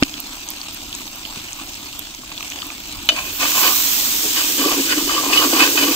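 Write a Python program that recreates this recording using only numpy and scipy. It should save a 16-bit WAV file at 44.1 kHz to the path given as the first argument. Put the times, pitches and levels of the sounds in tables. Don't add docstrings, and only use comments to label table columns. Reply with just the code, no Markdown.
import sys
import numpy as np
from scipy import signal
from scipy.fft import rfft, irfft, next_fast_len
from scipy.io import wavfile
from scipy.ndimage import uniform_filter1d, map_coordinates

SR = 44100
rng = np.random.default_rng(int(sys.argv[2]) if len(sys.argv) > 2 else 0)


def gain_from_decibels(decibels):
    exponent = np.asarray(decibels, float) / 20
    return 10 ** exponent


def wav_record(signal):
    frames = np.transpose(np.atleast_2d(signal))
    bounded = np.clip(frames, -1, 1)
    quanta = np.round(bounded * 32767).astype(np.int16)
    wavfile.write(sys.argv[1], SR, quanta)


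N = 262395


def unit(x):
    return x / np.sqrt(np.mean(x ** 2) + 1e-20)


def along(points, hz):
    f, v = np.transpose(points)
    return np.interp(np.log(hz + 1), np.log(f + 1), v)


def level_curve(rows, before_db=-120):
    s, db = np.transpose(rows)
    return np.interp(np.arange(N) / SR, s, db, left=before_db)


def wobble(rate):
    knots = rng.standard_normal(int(N * rate / SR) + 4)
    return map_coordinates(knots, [np.arange(N) * rate / SR])


def filtered(x, response):
    m = next_fast_len(N + SR // 2)
    return irfft(rfft(x, m) * response(np.fft.rfftfreq(m, 1 / SR)), m)[..., :N]


def toned(x, tone):
    return unit(filtered(x, lambda hz: gain_from_decibels(along(tone, hz))))


def bursts(rate, spread_db, life, share):
    sizes = np.minimum(rng.exponential(1, N), 3)
    starts = (rng.random(N) < rate / SR) * gain_from_decibels(spread_db * sizes)
    t = np.arange(SR // 20) / SR
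    shape = signal.fftconvolve(starts, np.exp(-t / life))[:N]
    share = np.clip(share, 0, 1)
    envelope = np.sqrt(1 - share) + np.sqrt(share) * unit(shape)
    return envelope * rng.standard_normal((2, N))


def pressed(s, held, db, rise, fall):
    t = np.arange(0, N + 64, 64) / SR
    s, held, db = s[:, None], np.abs(held)[:, None], db[:, None]
    before = np.maximum(s - t, 0)
    after = np.maximum(t - s - held, 0)
    return gain_from_decibels(db - rise * before - fall * after)


def contact(s, held, db):
    return pressed(s, held, db, rise=598, fall=302)


def summed(gains, weight=1):
    total = np.sqrt(np.sum((gains * np.reshape(weight, (-1, 1))) ** 2, axis=0))
    return np.interp(np.arange(N) / 64, np.arange(len(total)), total)


def add(track, s, sound):
    part = track[:, round(s * SR):][:, :sound.shape[1]]
    part += sound[:, :part.shape[1]]


def ring(hz, t60, attack, length):
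    t = np.arange(int(length * SR)) / SR
    phase = [[0], [rng.uniform(0, 2 * np.pi)]]
    return gain_from_decibels(-60 * t / t60) * (1 - np.exp(-t / attack)) * np.sin(2 * np.pi * hz * t + phase)


def puff(hz, t60):
    t = np.arange(SR // 25) / SR
    b, a = signal.butter(2, [0.72 * hz, min(1.4 * hz, 0.45 * SR)], "band", fs=SR)
    return gain_from_decibels(-60 * t / t60) * unit(signal.lfilter(b, a, rng.standard_normal((2, len(t)))))


def bubble(hz):
    life = 0.0063 + 14 / hz
    tone = 1.12 * ring(hz, life, 0.00021, 0.04)
    spray = 0.6 * puff(hz, 0.84 * life)
    snap = 0.23 * puff(min(1.5 * hz, 7500), 0.0034)
    return tone + spray + snap


def patchy(pair, patchy_db):
    z = signal.stft(pair, nperseg=512)[2]
    field = uniform_filter1d(rng.standard_normal(z.shape[1:]), size=6, axis=0)
    field = uniform_filter1d(field, size=8, axis=1)
    return signal.istft(z * gain_from_decibels(patchy_db * unit(field)), nperseg=512)[1][:, :N]


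# (frequency [Hz], density [dB per Hz])
FIZZ_COLOUR = [(9500, -22.5), (11000, -15), (12500, -8), (14200, 1), (15300, -6)]


def oil(level, fizz_db, tone, crackle, fizz, patchy_db):
    body = toned(patchy(crackle, patchy_db), tone)
    top = toned(fizz, FIZZ_COLOUR)
    return gain_from_decibels(2.5) * level * body + gain_from_decibels(fizz_db + 4.5) * top


# (time [s], level [dB])
SIMMER_LEVEL = [
    (0.06, -36.5),
    (0.69, -37),
    (1.69, -36.5),
    (2.24, -39),
    (2.47, -35.5),
    (3.07, -36),
]
# (frequency [Hz], density [dB per Hz])
SIMMER_COLOUR = [(90, -48), (170, -11.5), (295, 3), (450, -16), (680, -9), (990, -7), (1900, -11.5),
                 (2500, -2.5), (3500, -4.5), (5700, -7.5), (8300, -7.5), (9300, -17.5), (10500, -27.5),
                 (13000, -45)]


def simmer():
    calm_db = level_curve(SIMMER_LEVEL, before_db=None)
    crackle = bursts(400, 3.6, 0.002, 0.25)
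    fizz = bursts(200, 4.1, 0.00099, 0.27)
    swell = gain_from_decibels(0.26 * wobble(6.76))
    return swell * oil(gain_from_decibels(calm_db + 1.43), calm_db - 7.5, SIMMER_COLOUR, crackle, fizz, patchy_db=2)


# (time [s], level [dB])
GUST_LEVEL = [
    (0.01, -38),
    (1.95, -51),
    (2.42, -49),
    (2.98, -40),
    (3.31, -41.5),
    (5.05, -50.5),
    (5.4, -44),
    (5.78, -45),
]
# (frequency [Hz], density [dB per Hz])
RUMBLE_COLOUR = [(8.8, -40), (15, 9), (70, 3), (107, 0), (220, -6), (290, -37), (480, -120)]


def breeze():
    steady_db, slope = -48, 94
    s, db = np.transpose(GUST_LEVEL)
    gusts = summed(pressed(s, 0 * s, db, slope, slope))
    lumps = np.hypot(gain_from_decibels(steady_db), gusts) * gain_from_decibels(1.0 + 1.1 * wobble(5.71))
    return lumps * toned(rng.standard_normal((2, N)), RUMBLE_COLOUR)


# (time [s], peak level [dB], pitch [Hz], t60 [s])
KNOCKS = [
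    (.0247, -1, 278, .04),
    (1.3725, -21, 230, .02),
]
# (time [s], peak level [dB], centre [Hz], t60 [s])
CLICKS = [
    (0.026, -2, 820, 0.0087),
    (0.0259, 1.5, 2080, 0.0099),
    (0.023, -9, 1590, 0.0085),
    (0.0256, -9, 630, 0.014),
    (0.029, -9, 2560, 0.0082),
    (.0335, -3, 2350, 0.01),
    (.0337, 1, 4700, 0.0045),
]


def knocks():
    track = np.zeros((2, N))
    for s, db, hz, t60 in KNOCKS:
        add(track, s, gain_from_decibels(db + 1) * ring(hz, t60, 0.00025, 0.1))
    for s, db, hz, t60 in CLICKS:
        add(track, s, gain_from_decibels(db - 3.5) * puff(hz, t60))
    return track


# (time [s], peak level [dB], pitch [Hz])
OIL_SPITS = [(0.14, -14, 3250), (0.2589, -26, 3630), (0.488, -12, 6450), (0.572, -20, 4130),
             (0.615, -15, 4460), (0.6694, -24, 3430), (0.9284, -13, 3370), (0.9503, -14, 6800),
             (0.9997, -25, 3540), (1.079, -21, 3750), (1.2517, -17, 3060), (1.3983, -25, 3300),
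             (1.531, -15, 6400), (1.7425, -18, 5070), (1.8083, -29, 3020), (1.9919, -28, 3410),
             (2.1481, -20, 6400), (2.2942, -24, 3650), (2.3172, -18, 2550), (2.3536, -24, 3640),
             (2.378, -13, 3450), (2.407, -19, 2500), (2.4272, -16, 2650), (2.4794, -20, 6440),
             (2.5015, -16, 6080), (2.5202, -14.5, 2510), (2.5883, -15.5, 2740), (2.62, -14, 3180),
             (2.7025, -18, 2510), (2.9273, -19, 7970)]
# (time [s], peak level [dB], pitch [Hz])
TINY_SPITS = [(0.0608, -17, 14700), (0.202, -7, 14100), (0.2878, -31, 14700), (0.3217, -33, 14100),
              (0.4604, -28, 14700), (0.4978, -21, 14300), (0.5038, -11, 13600), (0.6106, -29, 14100),
              (0.7303, -13, 14700), (0.7457, -13, 14400), (0.8281, -34, 13900), (0.9523, -33, 14200),
              (0.9927, -20, 13900), (1.1394, -31.5, 13400), (1.1578, -16, 13600), (1.3454, -25, 14100),
              (1.7919, -28, 14000), (1.8393, -33, 13200), (1.9924, -6, 13400), (2.2409, -33, 14300),
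              (2.5018, -33, 13900), (2.5352, -25, 13900), (2.6679, -15, 14200), (2.7377, -26, 13700),
              (2.8016, -20, 14600), (3.0301, -19, 14100), (3.0575, -15, 14300), (3.0894, -22, 13270),
              (3.1358, -22, 14400), (3.2196, -27, 14000)]
# (time [s], peak level [dB], pitch [Hz])
LARGE_PLOPS = [
    (2.235, -28, 1110),
    (2.317, -30, 1080),
    (2.407, -23, 1150),
    (2.433, -27, 1170),
    (2.628, -20, 1210),
    (2.704, -28, 1240),
]


def pops():
    track = np.zeros((2, N))
    for s, db, hz in OIL_SPITS + TINY_SPITS + LARGE_PLOPS:
        tiny_cut_db = 3.8 * (hz > 11000)
        add(track, s, gain_from_decibels(db - 1.0 - tiny_cut_db) * bubble(hz))
    for when, pitch, size in rng.random((700, 3)):
        add(track, when * 4.0, gain_from_decibels(-46.5 + 16 * size ** 2) * bubble(2200 * 4.2 ** pitch))
    return track


# (time [s], level [dB])
CLANG_BLOWS = [
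    (3.0891, 0),
    (3.0942, -9),
    (3.0995, -14),
    (3.1055, -19),
    (3.119, -19),
]
# (frequency [Hz], level [dB], t60 [s])
LADLE_MODES = [(620, -30, 0.56), (674, -25.5, 0.16), (1530, -24, 0.028), (2430, -10.5, 0.034),
               (2530, -10, 0.04), (2953, -3, 0.047), (3015, -13.5, 0.19), (3650, -12, 0.062),
               (4580, -26, 0.021), (6080, -14, .025), (6940, -9.5, 0.016)]


def clang():
    track = np.zeros((2, N))
    for s, db in CLANG_BLOWS:
        for hz, level_db, t60 in LADLE_MODES:
            uneven_db = rng.normal(0, 1.2)
            add(track, s, gain_from_decibels(db + level_db + uneven_db) * ring(hz, t60, 0.00023, 0.4))
        crack = gain_from_decibels(-5) * puff(1770, 0.015) + gain_from_decibels(-3.5) * puff(3370, 0.021)
        crack = crack + gain_from_decibels(-19) * puff(4500, 0.01) + gain_from_decibels(-32) * puff(12000, 0.0069)
        add(track, s, gain_from_decibels(db) * crack)
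    return track


def resonances(modes):
    def response(f):
        total = 0
        for k, (centre, width, db) in enumerate(modes):
            damping = 1j * f * width
            total = total + (-1) ** k * gain_from_decibels(db) * damping / (centre ** 2 - f ** 2 + damping)
        return total
    return response


def drifting(x):
    at = np.arange(N) + 0.001342 * SR * wobble(5)
    return np.array([map_coordinates(row, [np.clip(at, 0, N - 1)]) for row in x])


# (frequency [Hz], width [Hz], level [dB])
POT_AIR = [
    [(282.2, 18.4, 4), (385, 148, -9.5)],
    [(306, 20.6, -1), (500, 140, -12.5)],
]
LADLE_BOWL = [
    [(1055, 70, -1), (620, 310, -10.5)],
    [(1150, 79, 0), (1290, 91, -27)],
]
LADLE_RIM = [
    [(1510, 180, 8), (2150, 370, -14)],
    [(1544, 70, -5), (2150, 670, -6)],
]
LADLE_STEM = [
    [(2540, 144, 38), (3500, 150, -34)],
    [(2942, 88, 2.5), (4740, 380, -4.5)],
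]
# (time [s], held [s], push [dB], place [0 edge - 1 middle])
WALL_HEAVES = [(3.12, .01, -33, 1), (3.25, 0.085, -40, 0.3), (3.419, 0.0072, -25, 0.24),
               (3.5, 0.087, -44, .3), (3.63, 0.09, -32, 0.45), (3.97, 0.29, -41.5, 0.7),
               (4.25, 0.019, -26, 0.4), (4.38, 0.014, -30.5, 0.6), (4.42, 0.17, -36, 0.46),
               (4.59, 0.03, -20, 0.54), (4.661, 0.006, -15.5, 0.7), (4.7, .03, -22, 0.7),
               (4.783, 0.011, -15, 0), (4.85, 0.13, -28, 0.25), (4.974, 0.01, -21, 0.33),
               (5.03, 0.012, -22, 0.1), (5.1, 0.13, -27, 0.6), (5.27, 0.014, -21, 0.24),
               (5.33, 0.11, -24, 0.45), (5.46, 0.01, -17.5, 0.1), (5.53, 0.012, -20, .7),
               (5.57, .12, -20.5, 0.6), (5.72, 0.035, -23.5, 0.47), (5.8, 0.065, -21, 0.26),
               (5.89, 0.023, -19, 0.2)]
# (time [s], held [s], pressure [dB], lean [0 bowl - 0.5 stem - 1 rim],
# place [0 edge - 1 middle])
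BLADE_STROKES = [(3.12, .005, -31, .5, 1), (3.165, 0.028, -23.5, 0.29, 0.12), (3.22, 0.078, -32, 0.37, 0.2),
                 (3.42, 0.011, -16, 0.28, 0.38), (3.46, 0.062, -24.5, 0.32, 0.3), (3.56, .06, -20, .2, 0.4),
                 (3.64, 0.035, -15, 0.26, 0.56), (3.69, 0.023, -22, .05, 0.7), (3.74, .55, -39.5, 0.19, .4),
                 (4.375, 0.019, -18.5, 0.37, .7), (4.42, 0.063, -29, .4, 0.3),
                 (4.59, 0.081, -21, 0.28, 0.67), (4.69, 0.045, -19, 0.22, 0.47),
                 (4.76, 0.11, -28, 0.34, 0.4), (4.9, .03, -21.5, 0.66, .6), (4.97, 0.042, -25.5, 0.28, .55),
                 (5.095, 0.091, -20, 0.26, .7), (5.23, 0.099, -22.5, .15, 0.48),
                 (5.33, 0.065, -15.5, 0.25, 1), (5.42, 0.025, -15.5, .15, 0.6),
                 (5.53, 0.061, -17.5, 0.21, 0.64), (5.599, 0.059, -11.5, 0.26, 0.42),
                 (5.775, 0.065, -18, 0.33, 0.43), (5.87, 0.064, -21.5, 0.24, 0.58)]


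def scrape():
    slips = bursts(300, 6.1, 0.0027, 0.34)
    lean_loss_db = 23
    s, held, push_db, place = np.transpose(WALL_HEAVES)
    parts = [(POT_AIR, -3.0, contact(s, held, push_db), place)]
    s, held, db, lean, place = np.transpose(BLADE_STROKES)
    rim_db = -6.5 + 0.35 * (db - db.mean())
    for modes, trim_db, seat, part_db in [(LADLE_BOWL, -2.4, 0, 0), (LADLE_RIM, 6.0, 0.78, rim_db),
                                          (LADLE_STEM, 1.96, 0.5, 0)]:
        gains = contact(s, held, db + part_db - lean_loss_db * np.abs(lean - seat))
        parts.append((modes, trim_db, gains, place))
    sound = 0
    for (edge, middle), trim_db, gains, place in parts:
        at_edge = unit(filtered(slips, resonances(edge)))
        at_middle = unit(filtered(slips, resonances(middle)))
        ringing = drifting(np.vstack([at_edge, at_middle]))
        turn = np.pi / 2 * np.clip(place, 0, 1)
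        blend = summed(gains, np.cos(turn)) * ringing[:2] + summed(gains, np.sin(turn)) * ringing[2:]
        sound = sound + gain_from_decibels(trim_db) * blend
    return sound


# (time [s], level [dB])
FRY_HEAT = [
    (3.13, -48),
    (3.14, -44),
    (3.18, -42),
    (3.6, -21),
    (4.32, -28.5),
    (4.39, -26),
    (5.22, -33),
    (5.41, -26),
    (5.95, -27),
]
# (frequency [Hz], density [dB per Hz])
FRY_COLOUR = [(120, -27), (295, -5), (450, -25.5), (700, -21), (1050, -17), (1850, -8.5), (2500, -4),
              (3200, -2), (4700, -2.5), (5500, -0.5), (7800, -1), (9000, -5.5), (10500, -18.5),
              (13000, -43)]


def fry():
    heat_db = level_curve(FRY_HEAT)
    bared_s, opening_s, covered_db = 3.405, 0.014, -7.5
    cover_db = covered_db * np.clip((bared_s - np.arange(N) / SR) / opening_s, 0, 1)
    body = gain_from_decibels(-12 + 0.41 * heat_db + cover_db) * (heat_db > -100)
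    s, held, pressure_db = np.transpose(BLADE_STROKES)[:3]
    blade_hiss = gain_from_decibels(-11.5) * summed(contact(s, held, pressure_db))
    crackle = bursts(900, 1.4, 0.0015, 0.097)
    fizz = bursts(600, 3.6, 0.00036, 0.065)
    return oil(np.hypot(body, blade_hiss), heat_db + 2.5, FRY_COLOUR, crackle, fizz, patchy_db=1.0)


# (time [s], peak level [dB], pitch [Hz])
BLADE_CATCHES = [(3.3984, -15.5, 2540), (3.6002, -32, 1020), (4.368, -13, 2900), (4.6388, -9, 1150),
                 (4.9069, -13, 1472), (5.0938, -11.5, 1170), (5.178, -8, 1152), (5.3313, -2, 2580),
                 (5.3739, 1.5, 2967), (5.6022, -4, 2540), (5.831, -8, 2970)]


def catches():
    track = np.zeros((2, N))
    for s, db, hz in BLADE_CATCHES:
        tone = ring(hz, 0.12, 0.0022, 0.15)[:, :SR // 25]
        add(track, s, gain_from_decibels(db - 4.0) * (tone + 0.36 * puff(hz, 0.032)))
    return track


# (time [s], peak level [dB], pitch [Hz])
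MASALA_SLAPS = [
    (4.264, -20, 285),
    (4.66, -9, 318),
    (4.783, -18, 312),
    (4.972, -13, 302),
    (5.269, -19, 318),
    (5.458, -11, 326),
    (5.528, -10, 347),
    (5.911, -15, 315),
]


def slaps():
    track = np.zeros((2, N))
    for s, db, hz in MASALA_SLAPS:
        add(track, s, gain_from_decibels(db - 2.5) * ring(hz, 0.06, 0.0025, 0.1))
    return track


# (frequency [Hz], likeness [0-1])
PORT_LIKENESS = [(30, .62), (80, .85), (150, .985), (350, .995), (620, .78), (1000, .92), (2000, .5),
                 (3200, .33), (8000, .3), (12000, .1)]


def scene():
    paths = simmer() + breeze() + knocks() + pops() + clang() + scrape() + fry() + catches() + slaps()

    def shares(hz):
        turn = np.arccos(np.clip(along(PORT_LIKENESS, hz), 0, 1)) / 2
        return np.array([np.cos(turn), np.sin(turn)])
    mid, side = filtered(paths, shares)
    return np.array([mid + side, mid - side])


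# (frequency [Hz], left minus right [dB])
PORT_BALANCE = [(600, 0), (1300, -1.5), (2500, -3), (4000, 1), (6300, -2), (8200, 6.5), (10500, 1.5),
                (12000, -12), (14000, -19.5), (15500, -7)]
# (frequency [Hz], phase lead [rad])
LEFT_LEAD = [(0, 0), (500, .12), (950, .5), (1250, .9), (2150, 3.3), (15800, 31)]


def ports(hz):
    left_share = 1 / (1 + gain_from_decibels(-2 * along(PORT_BALANCE, hz)))
    gains = np.sqrt(2 * np.array([left_share, 1 - left_share]))
    lead = np.interp(hz, *np.transpose(LEFT_LEAD)) / 2
    return gains * np.exp(1j * np.array([lead, -lead])) * (hz < 15700)


def low_pass(x):
    return signal.sosfilt(signal.butter(12, 16210, fs=SR, output="sos"), x)


def record(dry):
    x = filtered(dry, ports)
    mix = x / (1 + np.abs(x / 0.95) ** 6) ** (1 / 6)
    return low_pass(mix)


dry = scene()
out = record(dry)
wav_record(out)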